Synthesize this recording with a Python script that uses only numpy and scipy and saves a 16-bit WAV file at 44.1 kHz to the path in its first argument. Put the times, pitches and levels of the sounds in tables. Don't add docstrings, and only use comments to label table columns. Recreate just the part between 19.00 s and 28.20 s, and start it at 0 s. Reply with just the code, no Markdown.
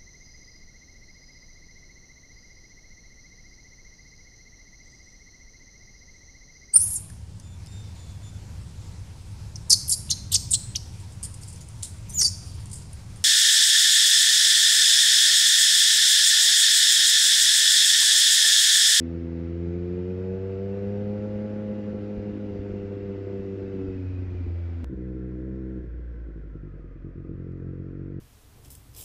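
import sys
import numpy as np
from scipy import signal
from scipy.io import wavfile
from scipy.ndimage import uniform_filter1d

SR = 44100
rng = np.random.default_rng(int(sys.argv[2]) if len(sys.argv) > 2 else 0)


def makeup_ratio(level_db):
    decades = np.asarray(level_db, float) / 20
    return 10 ** decades


def to_wav(s):
    ch = np.atleast_2d(s).T
    pcm = np.round(np.clip(ch, -1, 1) * 32767)
    wavfile.write(sys.argv[1], SR, pcm.astype(np.int16))


N = 405719
CHANGE_S = 5.8442

# time_s, firing_rate_hz
FAST_SPEED = [(0, 83.2), (.14, 83.8), (.39, 83.7), (.65, 85.8), (1.67, 98.1), (2.09, 103), (2.45, 104.6),
              (2.9, 103.6), (3.25, 102.6), (3.42, 103), (3.49, 101.1), (3.75, 100.6), (4.22, 98.6),
              (4.75, 97), (5.05, 92.3), (5.2, 92), (5.51, 86.2), (5.84, 83.8)]
SLOW_SPEED = [(5.85, 65), (5.98, 62.3), (6.04, 63.2), (6.29, 62.7), (6.41, 63.2), (6.47, 64.6), (6.7, 64.4),
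              (6.77, 63.5), (6.86, 60), (7.1, 58.7), (7.36, 53.8), (7.69, 48.2), (7.89, 45.6), (8.3, 45.6),
              (8.46, 44.6), (8.74, 45.3), (9.05, 47.1), (9.2, 47.4)]
DUE_FAST = [5.8269]
DUE_SLOW = [5.894, 6.836, 6.939, 7.141, 7.282, 7.434, 7.551, 7.631, 7.841, 8.044, 8.353]
WANDER, LASH_HZ, LASH = .003, 7.5, (.002, .012)
# time_s, opening_0_to_1
THROTTLE = [(0, 0.89), (2.3, 0.87), (3.5, 0.52), (4.8, 0.38), (4.93, 0.24), (5.0, 0.18), (5.08, 0.07),
            (5.84, 0.06), (5.89, 0), (5.95, 0.4), (5.98, 0.95), (6.79, 0.97), (6.82, 0.08), (6.9, 0),
            (8.05, .0), (8.335, 0.04), (8.35, 0.91), (9.2, 0.95)]
OPENINGS = [0, .3, .6, 1]

CYLINDERS = [1, .92, 1.05]
# fast_delay_s, slow_delay_s
HEADER_DELAYS = [(0, 0), (.00005, .0001), (-.00003, -.00007)]
SKIPS = [2.93, 3.185, 3.595, 3.72, 4.25, 4.56]
UNEVEN_HOT = [.45, .33, .12, .09]
UNEVEN_COOL = [.6, .3, .15, .1]
FLOW_DB, SHUT_FLOW_DB = -18, (3, 9)

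# pitch_hz, width_hz, level_db, swing_sense
PIPE_HOT = [
    [(87.5, 21, 11, 0.14), (192, 116, -0.5, -0.5)],
    [(265, 37, 12.5, 0.81)],
    [(355.6, 67.4, 14.5, -0.43)],
    [(472.4, 116, 6, 0.31), (673, 67, -24.5, -1.3), (711.5, 25, -22, 0.89), (842, 100, -16, -0.24), (915, 65, -18, 0.19), (1176, 73, -23, 0.33), (1345, 6, -18, -0.46), (1480, 41, -23, 0.6)],
]
PIPE_COOL = [
    [(59, 79, -19, 0.9), (121, 136, 18, -0.08), (195.3, 9, 1, 0.82)],
    [(303.4, 79, 0.85, 0.94)],
    [(347.6, 175, 1.6, -0.86)],
    [(494.6, 96, -4, 0.77), (664, 31, -19, -1.3)],
]
PIPE_IDLE = [
    [(96, 37, -15.5, -1.1), (143.3, 81, -8.5, -0.61), (219, 33, -29, 0.21)],
    [(282, 63, -20.5, 0.98)],
    [(326.2, 49, -14, 0.76)],
    [(421, 174, -33, -1.32), (498, 110, -35.5, 1), (669, 39, -49.5, -1.2)],
]
IDLE_S = (7.2, 7.5)
# firing_rate_hz, lag_rad
PUMP_LAG = [(46, -.6), (60, .8)]
TRAP_HZ, TRAP_WIDTH_HZ, TRAP_SHARE = 417.4, 15, 0.57
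SPEEDS = [45, 63, 83, 86, 89.5, 93, 96, 99.5, 102, 104.5]
# pump_db, low_db, middle_db, upper_db, top_over_upper_db
OPEN_LEVELS = [(-48, -34, -44.5, -44.5, -6.5), (-38, -36, -37, -43, -10), (-33.5, -39, -35, -38, -6.5),
               (-29.5, -36, -65.5, -34, -11), (-32, -36, -48, -33.5, -7.5), (-31.5, -37, -44.5, -38, 2.5),
               (-34.5, -30.5, -50.5, -37, 0.5), (-32, -37.5, -59, -38, 3.5), (-30, -37, -45.5, -40, 5.5),
               (-34, -35, -49, -39.5, 7.5)]
# pump_db, low_db, middle_db, upper_db, top_over_upper_db
EASED_HOT = [
    (1.5, -15, -0.5, -18, -11),
    (-3.5, -9, 13.5, 1, -9.5),
    (-10, 2, 2.5, -1, -6.5),
]
EASED_COOL = [
    (5.5, -16, -12.5, -16.5, -0.45),
    (-10, -0.5, -3.5, 2, -2),
    (6, -14.5, -19.5, -4.5, -1.6),
]
SURGE_LEVELS = [-1, 8, -7, 1.4, 2]
SURGE_S = 0.028
SURGING = [.3, .4, .7, .2]
# time_s, length_s, depth_ratio
STUMBLES = [(.55, .08, -.1), (1.894, 0.057, -.2), (2.12, 0.052, -.2), (2.417, .04, -.2), (3.29, .02, -.3),
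            (1.5, 0.098, 1), (3.116, 0.1, 0.44), (3.242, 0.015, 0.8), (3.4, 0.022, 0.2),
            (3.576, 0.053, 0.27), (3.946, 0.027, 0.3), (4.25, 0.057, 1), (4.447, 0.0094, 0.45),
            (4.586, 0.023, 0.95), (4.72, 0.014, 1), (4.85, 0.014, 0.7)]
STUMBLE_LEVELS = [2.5, -11, 1, -0.5, 1.5]

# pitch_hz, density_db_per_hz
HISS_FAST = [(450, 15), (700, 5), (1100, -1.5), (1500, 1), (2200, -3), (2700, -5.5), (3300, -11),
             (5400, -17), (6300, -23.5), (7300, -25.5), (7900, -34), (11600, -38), (13400, -53.5)]
HISS_SLOW = [(450, 15), (680, -4), (820, -17), (1050, -5.5), (1230, -15), (1500, -3.5), (2000, -9.5),
             (2300, -16), (2900, -22.5), (3400, -24), (3800, -27.5), (5500, -30), (7600, -40),
             (10000, -47.5), (13500, -50)]
HISS_FAST_DB, HISS_SLOW_DB = -52, -55.5
HISS_PER_OCTAVE_DB, USUAL_HZ, HISS_SHUT_DB = (6, 5.5), (110, 64), -1.5
# multiple_of_firing_rate, width_hz, level_db
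WHINE = [
    (14.2, 60, -10),
    (27.1, 110, 0),
    (55, 500, -17),
]
WHINE_OPEN_DB, WHINE_SHUT_DB = (-76, -74), (-71.5, -70)
WHINE_BEST_HZ, WHINE_SPAN_HZ, WHINE_BEST_DB = 2530, 220, 4.5
# pitch_hz, width_hz, fast_level_db, slow_level_db
PANELS = [
    (1360, 60, -72, -72),
    (2020, 90, -69, -77),
    (2450, 250, -74, -80),
]
BUZZ_OPEN_DB = 2.5

# pitch_hz, density_db_per_hz
WIND = [(12, -20), (30, -8), (60, 0), (110, -6), (200, -14), (400, -18), (540, -24), (650, -38),
        (1200, -70)]
# time_s, level_db
WIND_LEVELS = [(0, -54), (1, -49), (3, -50), (3.6, -47), (4.2, -48), (5, -45), (5.45, -46), (5.55, -53),
               (7.5, -55), (8.2, -54), (9.2, -56)]

# time_s, peak_db
THUDS = [(1.61, -41), (1.87, -40), (2.2, -48), (2.36, -38.5), (2.93, -39), (3.185, -30), (3.33, -38),
         (3.601, -32), (3.72, -33), (4.25, -41), (4.889, -33), (5.2, -38), (5.27, -39), (5.35, -32),
         (5.411, -37), (5.475, -28)]
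THUD_HZ, THUD_S = 63, .009

# time_s, peak_db
SINGLES = [(5.178, -35), (5.219, -32), (5.269, -57), (5.346, -31), (5.403, -30), (5.462, -30.5),
           (5.501, -34.5), (6.94, -34), (6.992, -34), (7.143, -36), (7.552, -28.5), (7.793, -35),
           (7.841, -35), (7.955, -33), (6.896, -47), (7.212, -50), (8.019, -40), (8.246, -29), (8.268, -33),
           (8.155, -33.5), (5.91, -40), (5.925, -30)]
PAIRS = [(6.799, -45), (7.285, -33), (7.357, -33), (7.436, -33.5), (7.736, -34), (8.178, -28), (8.291, -25)]
TRIPLES = [(5.895, -30.5), (6.839, -30), (7.632, -31), (8.044, -30.5)]
POP_MIX = [
    (0.511, 2.4, 1.3),
    (1.059, 2.7, 0.64),
    (1.4, 1.3, 1.5),
]
POP_S = (6.7, 6.8)

RATTLE_S, RATTLE_DB = 8.52, -83


def evened(x):
    return x / np.sqrt(np.mean(x ** 2) + 1e-20)


def drifting(size):
    once = uniform_filter1d(rng.standard_normal(N), size=size)
    return evened(uniform_filter1d(once, size=size))


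def over_time(rows):
    s, *columns = np.transpose(rows)
    return [np.interp(np.arange(N) / SR, s, c) for c in columns]


def either(before, after):
    return np.where(np.arange(N) < CHANGE_S * SR, before, after)


def staged(hot, cool, idle, between=IDLE_S):
    share = np.interp(np.arange(N) / SR, between, [0, 1])
    return either(hot, (1 - share) * cool + share * idle)


def by_throttle(hot, cool):
    opening = over_time(THROTTLE)[0]
    return either(np.interp(opening, OPENINGS, hot), np.interp(opening, OPENINGS, cool))


def resonate(x, hz, width):
    turn = np.exp(2j * np.pi * np.cumsum(hz * np.ones(len(x))) / SR)
    r = np.exp(-np.pi * width / SR)
    smooth = signal.lfilter([1], np.convolve([1, -r], [1, -r]), x / turn)
    return evened((turn * smooth).real)


def ring(modes):
    t = np.arange(6000) / SR
    waves = np.zeros(6000)
    for hz, width, db, sense in modes:
        swell = width ** 2 * t * np.exp(-np.pi * width * t)
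        waves += sense * makeup_ratio(db) * swell * np.sin(2 * np.pi * hz * t)
    return np.convolve(waves, np.hanning(30))[:6000]


def coloured(points, patchy_db):
    hz = np.fft.rfftfreq(2048, 1 / SR)
    a, b, patches = rng.standard_normal((N // 512 + 5, 1025, 3)).T
    patches = evened(uniform_filter1d(uniform_filter1d(patches, 14, axis=0), 6, axis=1))
    f, level_db = np.transpose(points)
    shape_db = np.interp(np.log(hz + 1), np.log(f), level_db, left=-90, right=-90)
    z = (a + 1j * b) * makeup_ratio(shape_db[:, None] + patchy_db * patches)
    return evened(signal.istft(z, nperseg=2048, noverlap=1536)[1][:N])


def crank(rate, due):
    turns = np.cumsum(rate) / SR
    at = np.round(np.multiply(due, SR)).astype(int)
    return turns + np.interp(np.arange(N), at, np.round(turns[at]) - turns[at])


def firings(rate, turns):
    at = np.flatnonzero(np.diff(np.floor(turns))) + 1
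    force, *shape = rng.standard_normal((1000, 5))[:len(at)].T
    uneven = by_throttle(UNEVEN_HOT, UNEVEN_COOL)[at]
    strength = np.resize(CYLINDERS, len(at)) + uneven * (.4 * force + .9 * np.array(shape))
    strength[:, np.searchsorted(at, np.multiply(SKIPS, SR))] = .3
    cylinder = np.arange(len(at)) % len(CYLINDERS)
    stretch = (at > CHANGE_S * SR).astype(int)
    late = np.round(np.array(HEADER_DELAYS)[cylinder, stretch] * SR).astype(int)
    clicks = np.zeros((len(shape), N))
    clicks[:, at + late] = strength
    fast_shut, slow_shut = SHUT_FLOW_DB
    flow_db = FLOW_DB - either(0, 1.6) + by_throttle([fast_shut, 0, 0, 0], [slow_shut, 0, 0, 0])
    flow = makeup_ratio(flow_db) * np.sqrt(rate / SR) * rng.standard_normal(N)
    steady = np.mean(CYLINDERS) * rate / SR * (1 + 2 * np.cos(2 * np.pi * turns))
    return clicks + flow - steady


def levels(rate):
    t = np.arange(N) / SR
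    surge = np.tanh(drifting(round(SURGE_S * SR))) * by_throttle(SURGING, SURGING)
    lean = sum(depth * np.exp(-.5 * ((t - s) / length) ** 2) for s, length, depth in STUMBLES)
    columns = zip(np.transpose(OPEN_LEVELS), np.transpose(EASED_HOT), np.transpose(EASED_COOL),
                  SURGE_LEVELS, STUMBLE_LEVELS)
    out = []
    for open_db, hot, cool, wobble_db, sag_db in columns:
        steady_db = np.interp(rate, SPEEDS, open_db) + by_throttle([*hot, 0], [*cool, 0])
        out.append(steady_db + wobble_db * surge + sag_db * lean)
    return out


def exhaust(rate, turns):
    pump_db, *burn_db, sharp_db = levels(rate)
    burn_db.append(burn_db[-1] + sharp_db)
    lag = np.interp(rate, *np.transpose(PUMP_LAG))
    out = np.sqrt(2) * makeup_ratio(pump_db) * np.cos(2 * np.pi * turns - lag)
    groups = zip(firings(rate, turns), burn_db, PIPE_HOT, PIPE_COOL, PIPE_IDLE)
    for clicks, level_db, *pipes in groups:
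        voices = [evened(signal.oaconvolve(clicks, ring(modes))[:N]) for modes in pipes]
        rung = staged(*voices)
        out += makeup_ratio(level_db) * rung / np.sqrt(uniform_filter1d(rung ** 2, size=13000))
    trapped = signal.lfilter(*signal.iirpeak(TRAP_HZ, TRAP_HZ / TRAP_WIDTH_HZ, SR), out)
    return either(TRAP_SHARE * trapped - out, out)


def engine_swell(rate, shut):
    octaves = np.log2(rate / either(*USUAL_HZ))
    return makeup_ratio(either(*HISS_PER_OCTAVE_DB) * octaves + HISS_SHUT_DB * shut)


def hiss(turns):
    fast = makeup_ratio(HISS_FAST_DB) * coloured(HISS_FAST, 1.2)
    slow = makeup_ratio(HISS_SLOW_DB) * coloured(HISS_SLOW, 1.0)
    puffs = evened(1 + either(0.19, 0.25) * np.exp(-(turns % 1) / 0.2))
    return either(fast, slow) * puffs


def bodywork(shake, shut):
    out = sum(makeup_ratio(either(*db)) * resonate(shake, hz, width) for hz, width, *db in PANELS)
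    buzz = staged(0, 0, 1 - shut) * resonate(shake, 1334, 45)
    return out + makeup_ratio(PANELS[0][3] + BUZZ_OPEN_DB) * buzz


def gear_whine(rate, shake, shut):
    whine = sum(makeup_ratio(db) * resonate(shake, k * rate, width) for k, width, db in WHINE)
    level_db = (1 - shut) * either(*WHINE_OPEN_DB) + shut * either(*WHINE_SHUT_DB)
    off_best = (WHINE[1][0] * rate - WHINE_BEST_HZ) / WHINE_SPAN_HZ
    return makeup_ratio(level_db + WHINE_BEST_DB * np.exp(-off_best ** 2)) * whine


def machinery(rate, turns):
    shake = rng.standard_normal(N)
    shut = 1 - over_time(THROTTLE)[0]
    noisy = engine_swell(rate, shut) * (hiss(turns) + bodywork(shake, shut))
    return noisy + gear_whine(rate, shake, shut)


def wind():
    return makeup_ratio(over_time(WIND_LEVELS)[0]) * coloured(WIND, 0.46)


def ticks():
    out, t = np.zeros(N), np.arange(1500) / SR
    out[:1500] += makeup_ratio(-37) * np.exp(-t / .001)
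    out[round(CHANGE_S * SR):][:1500] -= makeup_ratio(-33.5) * np.exp(-t / 0.0025)
    rattle = signal.lfilter([1, 0, -1], [1, -1.3, .6], rng.standard_normal(1500))
    out[round(RATTLE_S * SR):][:1500] += makeup_ratio(RATTLE_DB) * np.exp(-t / 0.0059) * rattle
    return out


def thuds():
    out, t = np.zeros(N), np.arange(-2000, 2000) / SR
    s, peak_db = np.transpose(THUDS)
    out[np.round(s * SR).astype(int)] = makeup_ratio(peak_db)
    swing = np.exp(-.5 * (t / THUD_S) ** 2) * np.sin(2 * np.pi * THUD_HZ * t)
    return signal.oaconvolve(out, swing, "same")


def burble(rate):
    clicks = np.zeros(N)
    for count, runs in enumerate((SINGLES, PAIRS, TRIPLES), start=1):
        k = np.arange(count)
        for s, db in runs:
            pop_s = s + k / rate[round(s * SR)]
            clicks[np.round(pop_s * SR).astype(int)] += makeup_ratio(db - 2.0 * k)
    voices = []
    for pipe, (a, b, c) in zip((PIPE_HOT, PIPE_COOL, PIPE_IDLE), POP_MIX):
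        low, middle, upper, top = pipe
        blow = a * ring(low) + b * ring(middle) + c * ring(upper + top)
        voices.append(signal.oaconvolve(clicks, blow / abs(blow).max())[:N])
    return staged(*voices, between=POP_S)


def scene():
    lash = either(*LASH) * np.sin(2 * np.pi * LASH_HZ * np.arange(N) / SR)
    speed = either(*over_time(FAST_SPEED), *over_time(SLOW_SPEED))
    rate = speed * (1 + WANDER * drifting(1700) + lash)
    turns = either(crank(rate, DUE_FAST), crank(rate, DUE_SLOW))
    engine = exhaust(rate, turns) + machinery(rate, turns)
    return (engine + wind() + ticks() + thuds() + burble(rate))[None]


def top_cut(x):
    return signal.sosfilt(signal.butter(12, 14900, fs=SR, output="sos"), x)


def record(dry):
    fade = np.minimum(np.arange(N, 0, -1) / 150, 1)
    return top_cut((dry - .0005) * fade)


dry = scene()
out = record(dry)
to_wav(out)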